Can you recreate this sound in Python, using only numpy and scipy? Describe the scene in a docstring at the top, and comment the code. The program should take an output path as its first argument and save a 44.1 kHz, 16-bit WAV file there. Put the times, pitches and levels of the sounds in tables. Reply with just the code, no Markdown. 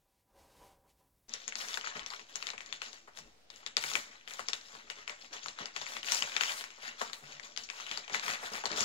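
"""A paper flour bag is handled on a wooden kitchen table, heard from two distances in turn.
First a distant mono microphone hears it slide and land: friction noise rings the table, thuds push its low modes.
Then a close stereo pair, with the bag on its left, hears creases snap as bundles of damped rings, small folds
crackle, fingers rub as noise, the full bag boom softly and the table thud, in a hard-walled kitchen."""
import sys
import numpy as np
from scipy import signal
from scipy.fft import rfft, irfft, next_fast_len
from scipy.io import wavfile
from scipy.ndimage import uniform_filter1d

SR = 44100
rng = np.random.default_rng(int(sys.argv[2]) if len(sys.argv) > 2 else 0)


def persist_wave(psi):
    """Save psi, clipped to +-1, as 16-bit WAV."""
    counts = np.round(np.clip(psi, -1, 1) * 32767).astype(np.int16)
    wavfile.write(sys.argv[1], SR, np.atleast_2d(counts).T)


def voltage_ratio(level):
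    """Linear amplitude factor for a level in decibels (scalar or array-like)."""
    return 10 ** (np.asarray(level, float) / 20)


N = 389844
T = np.arange(N) / SR
CUT_S = 1.283  # the close pair takes over
LAG_S = .00027  # the right microphone hears the bag later


def colour(x, table):
    """Linear filtering: the spectrum is weighted by (Hz, dB) points joined on a log axis."""
    size = next_fast_len(N)
    hz, db = np.transpose(table)
    bin_hz = np.arange(size // 2 + 1) * SR / size
    gain = voltage_ratio(np.interp(np.log(bin_hz + 1), np.log(hz + 1), db))
    return irfft(rfft(x, size) * gain, size)[..., :N]


def band(x, lo_hz, hi_hz, order=2):
    """Band limitation: a Butterworth band-pass."""
    return signal.sosfilt(signal.butter(order, [lo_hz, hi_hz], "bandpass", fs=SR, output="sos"), x)


def highpass(x, hz):
    """Radiation efficiency: thin paper radiates no bass."""
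    return signal.sosfilt(signal.butter(3, hz, "highpass", fs=SR, output="sos"), x)


def unit(x):
    """Normalisation to rms 1."""
    return x / np.sqrt(np.mean(x ** 2))


def walk(rate):
    """Random modulation: levels drawn every 1 / rate s and slewed, with rms 1."""
    k = int(SR / rate)
    held = np.repeat(rng.standard_normal(N // k + 1), k)
    return unit(uniform_filter1d(held, k)[:N])


def power(s, hold, db, rise_db_s, fall_db_s, share=None):
    """Energy summation: events climb to s, hold, then die at a steady dB rate; share splits them into bands."""
    step = T[::32, None]
    rise_db = rise_db_s * np.maximum(s - step, 0)
    fall_db = fall_db_s * np.maximum(step - s - np.abs(hold), 0)
    each = voltage_ratio(2 * (db - np.minimum(rise_db + fall_db, 120)))
    if share is None:
        return np.interp(T, step[:, 0], each.sum(axis=1))
    return np.array([np.interp(T, step[:, 0], row) for row in (each @ share).T])


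def rings(s, peak_db, pan_db, hz, db, t60, late, size):
    """Modal decay: each event is a bundle of damped rings (events x rings), heard left and right."""
    t, waves = np.arange(size) / SR, []
    # bass bends round to both sides
    shadow = np.clip(np.log(hz / 480) / np.log(8), 0, 1.2) * pan_db[:, None] / 2
    for side, sign in enumerate((1, -1)):
        age = np.maximum(t - (late + side * LAG_S)[..., None], 0).astype(np.float32)
        decay = np.exp(-np.log(1000) * age / t60[..., None])
        wave = np.sin(2 * np.pi * hz[..., None] * age) * decay
        waves.append(np.einsum("er,ert->et", voltage_ratio(db + sign * shadow), wave))
    # the mean of the two sides peaks at peak_db
    scale = voltage_ratio(peak_db) / np.abs(waves[0] + waves[1]).max(axis=1) * 2
    first = np.clip(s * SR, 0, N - 1).astype(int)
    where = (first[:, None] + np.arange(size)).ravel()
    return np.array([np.bincount(where, (w * scale[:, None]).ravel(), N + size)[:N] for w in waves])


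# colour of the room tone at the close pair, then at the far microphone: pitch_hz, level_db
CLOSE_AIR = [(29, -14), (50, -1), (136, -12.5), (272, -9.5), (369, -13), (724, -6), (919, -16), (4790, -16),
             (9000, -28), (11700, -64), (19800, -120)]
FAR_AIR = [(15, -36), (25, -8), (55, -3.5), (82, -7.5), (117, -9), (236, -15), (962, -25.5), (3250, -35),
           (16000, -27)]


def air(table, db, share):
    """Stationary background noise: quiet room tone whose level wavers a little."""
    mid, side = (unit(colour(rng.standard_normal(N), table)) for _ in range(2))
    side = band(side, 330, 16000, order=1) + 0.61 * side
    return voltage_ratio(db + 1.1 * walk(2.5)) * (mid + share * side * np.array([[1], [-1]]))


# what the kitchen walls give back: pitch_hz, level_db
WALL_COLOUR = [(60, -13), (100, 5.5), (350, 2.5), (700, -0.5), (1500, -4), (2600, -4.5), (4500, -5.5),
               (7500, -2), (12000, 3)]


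def kitchen(x):
    """Reverberation: first echo from table and cupboards after 5 ms, then a diffuse decaying tail."""
    t60_s, treble_t60_s, level_db = .65, .6, -0.5
    t = np.arange(int(.7 * SR)) / SR
    noise = rng.standard_normal((2, N))
    # most echoes also come from the left; the bass is alike on both sides
    own = colour(noise[1], [(300, -25), (1200, 4.5), (3000, 4.5)])
    noise[1] = 0.68 * np.roll(noise[0], round(LAG_S * SR)) + own
    noise = colour(noise, WALL_COLOUR)
    low = colour(noise, [(1500, 0), (2800, -6), (5000, -40)])[:, :len(t)]
    treble = noise[:, :len(t)] - low
    tail = low * voltage_ratio(-60 * t / t60_s) + treble * voltage_ratio(-60 * t / treble_t60_s)
    onset = np.clip((t - .0045) / 0.00038, 0, 1)
    tail = tail * onset * (1 + 6.0 * np.exp(-t / 0.015))  # early echoes stand out
    energy = np.sum(tail ** 2, axis=1, keepdims=True)
    tail = tail / np.sqrt(energy) * voltage_ratio(level_db + np.array([[.8], [-.8]]))
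    return signal.oaconvolve(x[None] * np.ones((2, 1)), tail, axes=1)[:, :N]


# resonances of the table under the sliding bag: pitch_hz, width_hz, level_db
SLIDE_MODES = [(553, 16, -2), (782, 6.6, 3), (984, 40, -6.5), (1580, 130, -19)]
# broad colour of the grit under the bag: pitch_hz, level_db (per Hz)
SLIDE_BED = [(15, -28), (25, 3), (208, -9.5), (535, -5.5), (636, -7.5), (973, -6.5), (1300, -16),
             (2500, -35), (3250, -54), (5500, -120)]
# drags of the bag over the boards: start_s, hold_s, level_db, hiss_db (relative to level_db)
DRAGS = [(0.067, 0.022, -81, 4), (0.3, .04, -77, -9), (0.36, .15, -66, -6.5), (0.568, 0.046, -65, -5.5),
         (0.625, .02, -61, -8), (0.67, 0.075, -70, -5.5), (0.854, 0.012, -70, -2.5), (0.99, 0.044, -76, -8)]


def slide():
    """Friction excitation: gritty noise from bag on boards rings the table, with a thin hiss above."""
    grit = rng.standard_normal(N) * voltage_ratio(1.2 * walk(59.9))
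    table = sum(voltage_ratio(db) * band(grit, hz - w / 2, hz + w / 2, order=1) for hz, w, db in SLIDE_MODES)
    body = unit(table) + voltage_ratio(5.5) * unit(colour(grit, SLIDE_BED))
    hiss_colour = [(900, -33), (2000, -1.0), (6000, -3), (15500, -10), (16500, -50)]
    hiss = colour(rng.standard_normal(N), hiss_colour) * voltage_ratio(3.5 * walk(21.6))
    s, hold, db, hiss_db = np.transpose(DRAGS)
    rise_db_s, fall_db_s, rest_power = 300, 141, voltage_ratio(2 * -86)
    drag = np.sqrt(power(s, hold, db, rise_db_s, fall_db_s) + rest_power)
    thin = np.sqrt(power(s, hold, db + hiss_db, rise_db_s, fall_db_s) + rest_power)
    return drag * unit(body) + thin * unit(hiss)


# bumps of the bag on the table: start_s, level_db, pitch_hz (round which the push is strongest)
THUDS = [(0.401, -56, 90), (0.619, -66, 73), (1.953, -49, 173), (1.999, -55, 43), (2.346, -58.5, 177),
         (2.73, -68, 148), (3.185, -55, 165), (3.239, -56, 42), (3.843, -54.5, 140), (3.949, -44.5, 57.4),
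         (4.394, -65, 42), (4.737, -57.5, 200), (5.447, -58, 163), (5.605, -46.5, 204), (5.801, -59, 139),
         (6.111, -62, 171), (6.219, -48, 207), (6.408, -66, 80), (7.006, -69, 210), (7.228, -53, 144),
         (7.339, -57.5, 141), (7.91, -53, 208), (8.121, -45, 207), (8.246, -49, 207), (8.297, -43, 222),
         (8.52, -45.5, 215), (8.712, -43.5, 200), (8.809, -37.5, 213)]
# low modes of the table: pitch_hz, t60_s
TABLE_MODES = [(42, 0.19), (76, 0.25), (145, 0.24), (178, 0.16), (208, 0.13)]


def thuds():
    """Modal excitation: a bump pushes softly into the table's low modes, with a shudder of the legs under it."""
    push_octaves, pan_db = 0.26, 3.5
    out, shudder = 0, unit(band(rng.standard_normal(N), 35, 190))
    for s, level_db, push_hz in THUDS:
        age = np.maximum(T - s, 0)
        for hz, t60 in TABLE_MODES:
            share = np.exp(-(np.log2(hz / push_hz) / push_octaves) ** 2)
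            fade = (1 - np.exp(-age / 0.011)) * voltage_ratio(level_db - 60 * age / t60) * share
            out = out + fade * (np.sin(2 * np.pi * hz * age) + voltage_ratio(-13.0) * shudder)
    return out * voltage_ratio((T > CUT_S) * pan_db * np.array([[.5], [-.5]]))  # centred when far


RISE_DB_S = 547  # onset of each squeeze


def top_hiss(under):
    """Modulated noise: a faint hiss above 7 kHz comes and goes, jumping with each snap and following the sound under it."""
    s, hold, db, _, top_db = np.transpose(SQUEEZES)
    snap_s, snap_db = np.transpose(SNAPS)[:2]
    top_power = power(s, hold, db + top_db, RISE_DB_S, 258) + power(snap_s, 0, snap_db - 44, 3000, 400)
    quick, slow = (uniform_filter1d(under ** 2, size=k) + 1e-12 for k in (64, 4096))
    hiss_colour = [(6500, -32), (7800, -16.5), (9500, -20), (12500, -24.5), (15700, -25.5), (16300, -50)]
    hiss = unit(colour(rng.standard_normal((2, N)), hiss_colour))
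    hiss = unit(hiss * (quick / slow) ** 0.3)
    return np.sqrt(top_power + voltage_ratio(2 * -81.5)) * voltage_ratio(np.array([[1.6], [-1.6]])) * hiss


BANDS = np.arange(-.75, 3.3, .5)  # octaves above 1 kHz


def around(octave):
    """Spectral spreading: share of power in each band for sounds pitched at these octaves."""
    share = voltage_ratio(-2 * 2.5 * np.abs(BANDS - octave[:, None]))  # 2.5 dB weaker per octave away
    return share / share.sum(axis=1, keepdims=True)


def slices(x):
    """Filter bank: overlapping triangular bands half an octave apart, each at rms 1."""
    size = next_fast_len(N)
    spectrum = rfft(x, size)
    octave = np.log2((np.arange(size // 2 + 1) + 1) * SR / size / 1000)
    weights = [np.clip(1 - 2 * np.abs(octave - o), 0, 1) for o in BANDS]
    return [unit(irfft(spectrum * weight, size)[..., :N]) for weight in weights]


def crackle(rate, spread_db, lo_hz, hi_hz, cycles, pan_db, size):
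    """Random impulse process: many small folds, each with its own colour; few are big, and they come in flurries."""
    pitch, weak, late, whole = rng.random((4, int(rate * N / SR), 4))
    s = whole[:, 0] * N / SR
    peak_db = np.minimum(-spread_db * np.log(whole[:, 1] + 1e-9), 13)
    hz = lo_hz * (hi_hz / lo_hz) ** (0.64 * whole[:, 3:] + 0.4195 * pitch)
    fold_pan_db = pan_db + 6 * (whole[:, 2] - .5)
    out = rings(s, peak_db, fold_pan_db, hz, -6 * weak, 0.011 + cycles / hz, 0.0011 * late, size)
    return unit(out * voltage_ratio(2.1 * walk(35)))


# squeezes of the bag: start_s, hold_s, crackle_db, pitch_octaves (above 1 kHz),
# top_db (hiss of the top octave relative to crackle_db)
SQUEEZES = [(1.291, 0.18, -53.5, 2.1, -22), (1.579, .19, -44.5, 1.83, -12.5),
            (1.854, 0.018, -42.5, .7, -46), (1.957, 0.023, -44.5, 0.76, -28),
            (2.081, 0.076, -48.5, 1.46, -20), (2.297, 0.023, -54.5, 1.5, -17),
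            (2.356, 0.12, -49, 1.6, -16.5), (2.61, 0.15, -57, 2, -22), (2.831, 0.031, -48, 2, -21),
            (2.926, 0.019, -54, 2.6, -19), (3.166, 0.015, -54, 2.1, -11), (3.528, 0.076, -59, 1.6, -15),
            (3.815, 0.17, -44, 2.5, -7), (4.132, 0.014, -54, 1.2, -55), (4.293, 0.091, -51, 1.6, -10),
            (4.4, 0.03, -52.5, 1.2, -16), (4.54, 0.025, -52.5, 2.9, -11), (4.64, 0.11, -56, 3, -19),
            (4.749, 0.048, -53.5, 0.12, -22), (4.865, .16, -57.5, 1.9, -23), (4.98, 0.013, -52, 0.59, -33),
            (5.08, .03, -49, 0.82, -33), (5.198, 0.047, -56.5, 2.5, -20), (5.333, 0.021, -46, 1, -22),
            (5.435, 0.032, -48.5, 2.6, -25), (5.593, 0.021, -42.5, 0.84, -32),
            (5.76, 0.073, -46.5, 2.4, -22), (5.891, 0.066, -44, 1.5, -14.5), (6.057, 0.066, -43, 2, -10.5),
            (6.12, 0.066, -36, 2.9, -10), (6.26, 0.12, -43, 1.25, -17.5), (6.372, 0.024, -40.5, 0.65, -36),
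            (6.41, 0.088, -38.5, 1.9, -14), (6.512, 0.089, -45.5, 2.1, -5.5), (6.737, 0.08, -59, 1.6, -26),
            (6.826, 0.056, -48.5, 0.94, -16.5), (6.997, 0.048, -44, 1.9, -16), (7.134, .05, -58.5, 3.6, -3),
            (7.235, .1, -50.5, 1.4, -24.5), (7.439, 0.028, -49, 2, -23), (7.592, 0.02, -48, 2.7, -16),
            (7.731, .15, -49.5, 1.6, -17.5), (7.903, 0.072, -43, 1.43, -22.5), (8.139, 0.02, -40, 1.2, -18),
            (8.245, 0.081, -38, 0.7, -14.5), (8.42, 0.055, -45, 0.9, -14), (8.524, 0.052, -44, 1.3, -12.5),
            (8.7, 0.088, -41, 0.49, -30), (8.774, .07, -37, 3.7, -15.5)]
# colour of crackle and rub: pitch_hz, level_db
PAPER = [(430, -5), (600, -9), (1190, -3), (1770, 0.5), (2500, -0.5), (4860, 0.5), (7200, 0), (9000, -18)]


def handling():
    """Amplitude modulation: crackle and rub follow the hands, lower for big panels; the full bag booms under them."""
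    s, hold, db, octave, _ = np.transpose(SQUEEZES)
    snap_s, snap_db, snap_hz, _ = np.transpose(SNAPS)
    thud_s, thud_db, _ = np.transpose(THUDS)
    # a snap leaves the paper crackling
    after = power(snap_s, 0, snap_db - 35, 3000, 155, around(np.log2(snap_hz / 1000)))
    squeezed = power(s, hold, db, RISE_DB_S, 175, around(octave))
    bands = squeezed + after + voltage_ratio(2 * -91)
    # the boom grows more slowly than the crackle, and jumps with each thud
    paper_db = 10 * np.log10(bands.sum(axis=0))
    boom_db = paper_db - 15 - 0.55 * (paper_db + 56.5)
    boom_power = voltage_ratio(2 * boom_db) + power(thud_s, 0.0076, thud_db - 7, 800, 260)

    folds = highpass(crackle(620, 6.7, 773, 10070, cycles=15, pan_db=10, size=256), 700)
    left, spread = rng.standard_normal((2, N))
    right = np.roll(left, round(LAG_S * SR)) + spread
    right = colour(right, [(700, -1), (1500, 8.5), (4000, -26)])
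    rub = np.array([left, right]) * voltage_ratio(2.42 * walk(25))
    grain = unit(folds) + voltage_ratio(-1.0) * rub
    paper = sum(np.sqrt(p) * part for p, part in zip(bands, slices(grain)))
    boom = highpass(crackle(260, 5.8, 221.4, 1380, cycles=13.2, pan_db=-1.0, size=1024), 139)
    return (T > CUT_S) * (colour(paper, PAPER) + np.sqrt(boom_power) * unit(boom))


# snapping creases: start_s, level_db (peak), pitch_hz (strongest ring), low_db (low rings relative to peak)
SNAPS = [(1.2934, -36, 5940, -30), (1.3374, -20.5, 5840, -53), (1.4788, -20, 6800, -42),
         (1.5227, -28, 2240, -26), (1.5547, -21, 4860, -32), (1.5855, -41, 2940, -22),
         (1.6134, -32, 3320, -21), (1.638, -39, 6120, -25), (1.685, -25.5, 5720, -28),
         (1.7417, -22.5, 3620, -36), (1.7727, -22.5, 1570, -15.5), (1.811, -29, 3110, -21),
         (1.8429, -27.5, 1300, -34), (1.8719, -23.5, 1320, -32), (1.9679, -28, 2330, -11.5),
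         (1.9935, -27.5, 3230, -30), (2.062, -24.5, 5730, -25), (2.103, -30, 4600, -27),
         (2.1355, -29.5, 1190, -22), (2.1943, -31.5, 2680, -19), (2.3563, -21, 6860, -36),
         (2.4252, -25.5, 2650, -28), (2.4686, -21, 4100, -28), (2.4886, -27, 2280, -18),
         (2.5021, -24.5, 4030, -26), (2.5334, -31.5, 2290, -5), (2.5791, -29, 2540, -29),
         (2.6059, -28.5, 2330, -34), (2.6608, -35.5, 7000, -42), (2.7259, -22, 3500, -46),
         (2.8178, -22, 2890, -22), (2.9301, -33.5, 4530, -19), (3.075, -38.5, 1310, -1.5),
         (3.1726, -32.5, 3770, -29), (3.1731, -52, 3560, -24), (3.1872, -29.5, 5820, -20),
         (3.5016, -33, 3860, -39), (3.5602, -39.5, 7060, -30), (3.6305, -39, 1210, -15),
         (3.663, -21, 3770, -36), (3.7679, -9.5, 4700, -21), (3.8261, -29, 3810, -28),
         (3.8382, -20.5, 2370, -19), (3.9148, -25.5, 1250, -16), (3.936, -22, 3820, -28),
         (3.9537, -12.5, 2350, -27), (4.1169, -41, 2070, -26), (4.276, -28.5, 2480, -23),
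         (4.308, -29, 2210, -20), (4.3364, -30, 6850, -29), (4.3929, -20, 1160, -15.5),
         (4.4852, -16.5, 5500, -20.5), (4.532, -18, 3830, -34), (4.6118, -40, 4510, -33),
         (4.729, -39, 980, -14), (4.7511, -31, 993, -17.5), (4.9004, -21, 2910, -22),
         (5.0772, -23.5, 2540, -24), (5.0957, -24, 2250, -17), (5.2457, -37.5, 2600, -25),
         (5.329, -44, 4000, -26), (5.336, -29, 3980, -26), (5.4324, -40, 4150, -25),
         (5.4595, -22.5, 1220, -26), (5.4835, -24, 4300, -27), (5.587, -26, 1250, -27),
         (5.6569, -24.5, 4930, -31), (5.7624, -20.5, 2520, -18), (5.8141, -25, 3470, -11),
         (5.8648, -28, 2250, -37), (5.9082, -42, 2720, -22), (5.9199, -31, 2260, -12),
         (5.9668, -22.5, 2260, -29), (6.0301, -26.5, 3020, -38), (6.045, -31.5, 2230, -34),
         (6.067, -28, 4320, -38), (6.0853, -22, 2740, -38), (6.1198, -13, 5780, -35),
         (6.1465, -19, 7110, -19), (6.2226, -16, 2610, -35), (6.3187, -30, 2730, -28),
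         (6.3646, -15.5, 2480, -37), (6.4091, -12.5, 2690, -46), (6.435, -16.5, 3170, -35),
         (6.52, -26, 4400, -21), (6.609, -40, 1380, -16), (6.6096, -26.5, 3250, -21),
         (6.6395, -26, 2600, -36), (6.704, -33.5, 2830, -27), (6.7784, -35.5, 1000, -10),
         (6.83, -35, 4500, -5), (7.0104, -21, 1280, -5), (7.0147, -16, 1030, -16.5),
         (7.0975, -34, 1330, -22), (7.132, -22.5, 4260, -26), (7.3969, -32, 2100, -28),
         (7.5629, -28, 3960, -36), (7.5741, -21.5, 4840, -28), (7.6889, -31, 2710, -29),
         (7.6995, -24.5, 2540, -29), (7.7999, -29.5, 1250, -23), (7.8654, -29, 2890, -26),
         (7.9132, -21.5, 3180, -33), (7.9738, -22, 4600, -17.5), (8.0788, -30, 2800, -15),
         (8.0968, -27, 2230, -10), (8.1457, -15, 2040, -42), (8.1957, -25.5, 3870, -33),
         (8.2344, -26.5, 1240, -14), (8.2638, -27, 2660, -28), (8.28, -19, 2040, -14),
         (8.3018, -19.5, 2000, -21), (8.3355, -22.5, 2860, -20), (8.4286, -28, 2090, -0.5),
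         (8.5354, -28.5, 5160, -20), (8.5354, -30.5, 2270, -1), (8.5794, -27, 2160, -11),
         (8.6378, -22, 902, -6), (8.6553, -13, 4430, -12.5), (8.716, -24, 4430, -27),
         (8.728, -26, 2290, -31), (8.7612, -23.5, 4700, -14), (8.7733, -25.5, 3480, 1.5),
         (8.8063, -14, 6940, -21), (8.8063, -26, 2100, -23)]


def snaps():
    """Buckling instability: a crease flips into one strong ring, low bag-wall rings, a spray and aftershocks."""
    s, peak_db, main_hz, low_db = np.transpose(SNAPS)
    pitch, weak, delay, length = rng.random((4, len(s), 26))
    # the spray: short rings within 1.5 ms that share the colour of the crease
    hz = 1100 * 6.67 ** ((np.arange(26) - 4 + pitch) / 16)
    db = -6 * weak - 5.36 * np.abs(np.log2(hz / main_hz[:, None]))
    late = .0015 * delay ** 2
    # the strong ring, then three low rings of the bag wall
    hz[:, 0], db[:, 0], late[:, 0] = main_hz, 5, 0
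    hz[:, 1:4] = 420 * 2.5 ** pitch[:, 1:4]
    db[:, 1:4] = low_db[:, None] + 21 - 3 * weak[:, 1:4]
    # neighbouring folds give way over the next 25 ms, at nearby pitches
    hz[:, 20:] = main_hz[:, None] * (0.97 + .5 * pitch[:, 20:])
    late[:, 20:] = 0.0021 + .022 * delay[:, 20:]
    db[:, 20:] = -7 - 8 * weak[:, 20:] - 300 * late[:, 20:]
    t60 = (.0035 + 6 / hz) * (.6 + .8 * length)  # low rings last longer
    pan_db = 21.5 + 8 * (delay[:, 0] - .5)
    near = highpass(rings(s + 0.00037, peak_db, pan_db, hz, db, t60, late, size=1536), 987)

    # summed over all angles, the walls get a broad click, tinted round the strongest ring, and its low part
    sent, age = np.zeros(N + 256), np.arange(256) / SR
    for at, level_db, ring_hz, low in zip((s * SR).astype(int), peak_db, main_hz, low_db):
        tint = np.exp(-age / 0.00068) * np.sin(2 * np.pi * ring_hz * age)
        thump = np.exp(-age / 0.0002) * np.sin(2 * np.pi * 750 * age)
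        sent[at] += 6.9 * voltage_ratio(level_db)
        sent[at:at + 256] += voltage_ratio(level_db + 1.5) * tint + voltage_ratio(level_db + low + 26.5) * thump
    return near, colour(sent[:N], [(200, -24.5), (700, -10), (2000, 2), (4000, -3.0), (8000, -4.0)])


def scene():
    """Superposition: far and mono until the cut, then close and wide, with the thuds throughout."""
    (near, sent), hands = snaps(), handling()
    close = near + hands + kitchen(sent + hands[0]) + air(CLOSE_AIR, -71.5, 0.66)
    # the close sound is steeply low-passed at 7.7 kHz; only the top hiss lies above
    close = signal.sosfilt(signal.butter(10, 7700, fs=SR, output="sos"), close)
    far = slide() + air(FAR_AIR, -77.5, 0)
    return np.where(T < CUT_S, far, close + top_hiss(close)) + thuds()


def band_limit(x):
    """A steep low-pass at the top of the band."""
    return signal.sosfilt(signal.butter(12, 16960, fs=SR, output="sos"), x)


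def record(dry):
    """Constant offset: the close recorder sits slightly off zero."""
    mix = dry - .00045 * (T > CUT_S)
    return band_limit(mix)


dry = scene()
out = record(dry)
persist_wave(out)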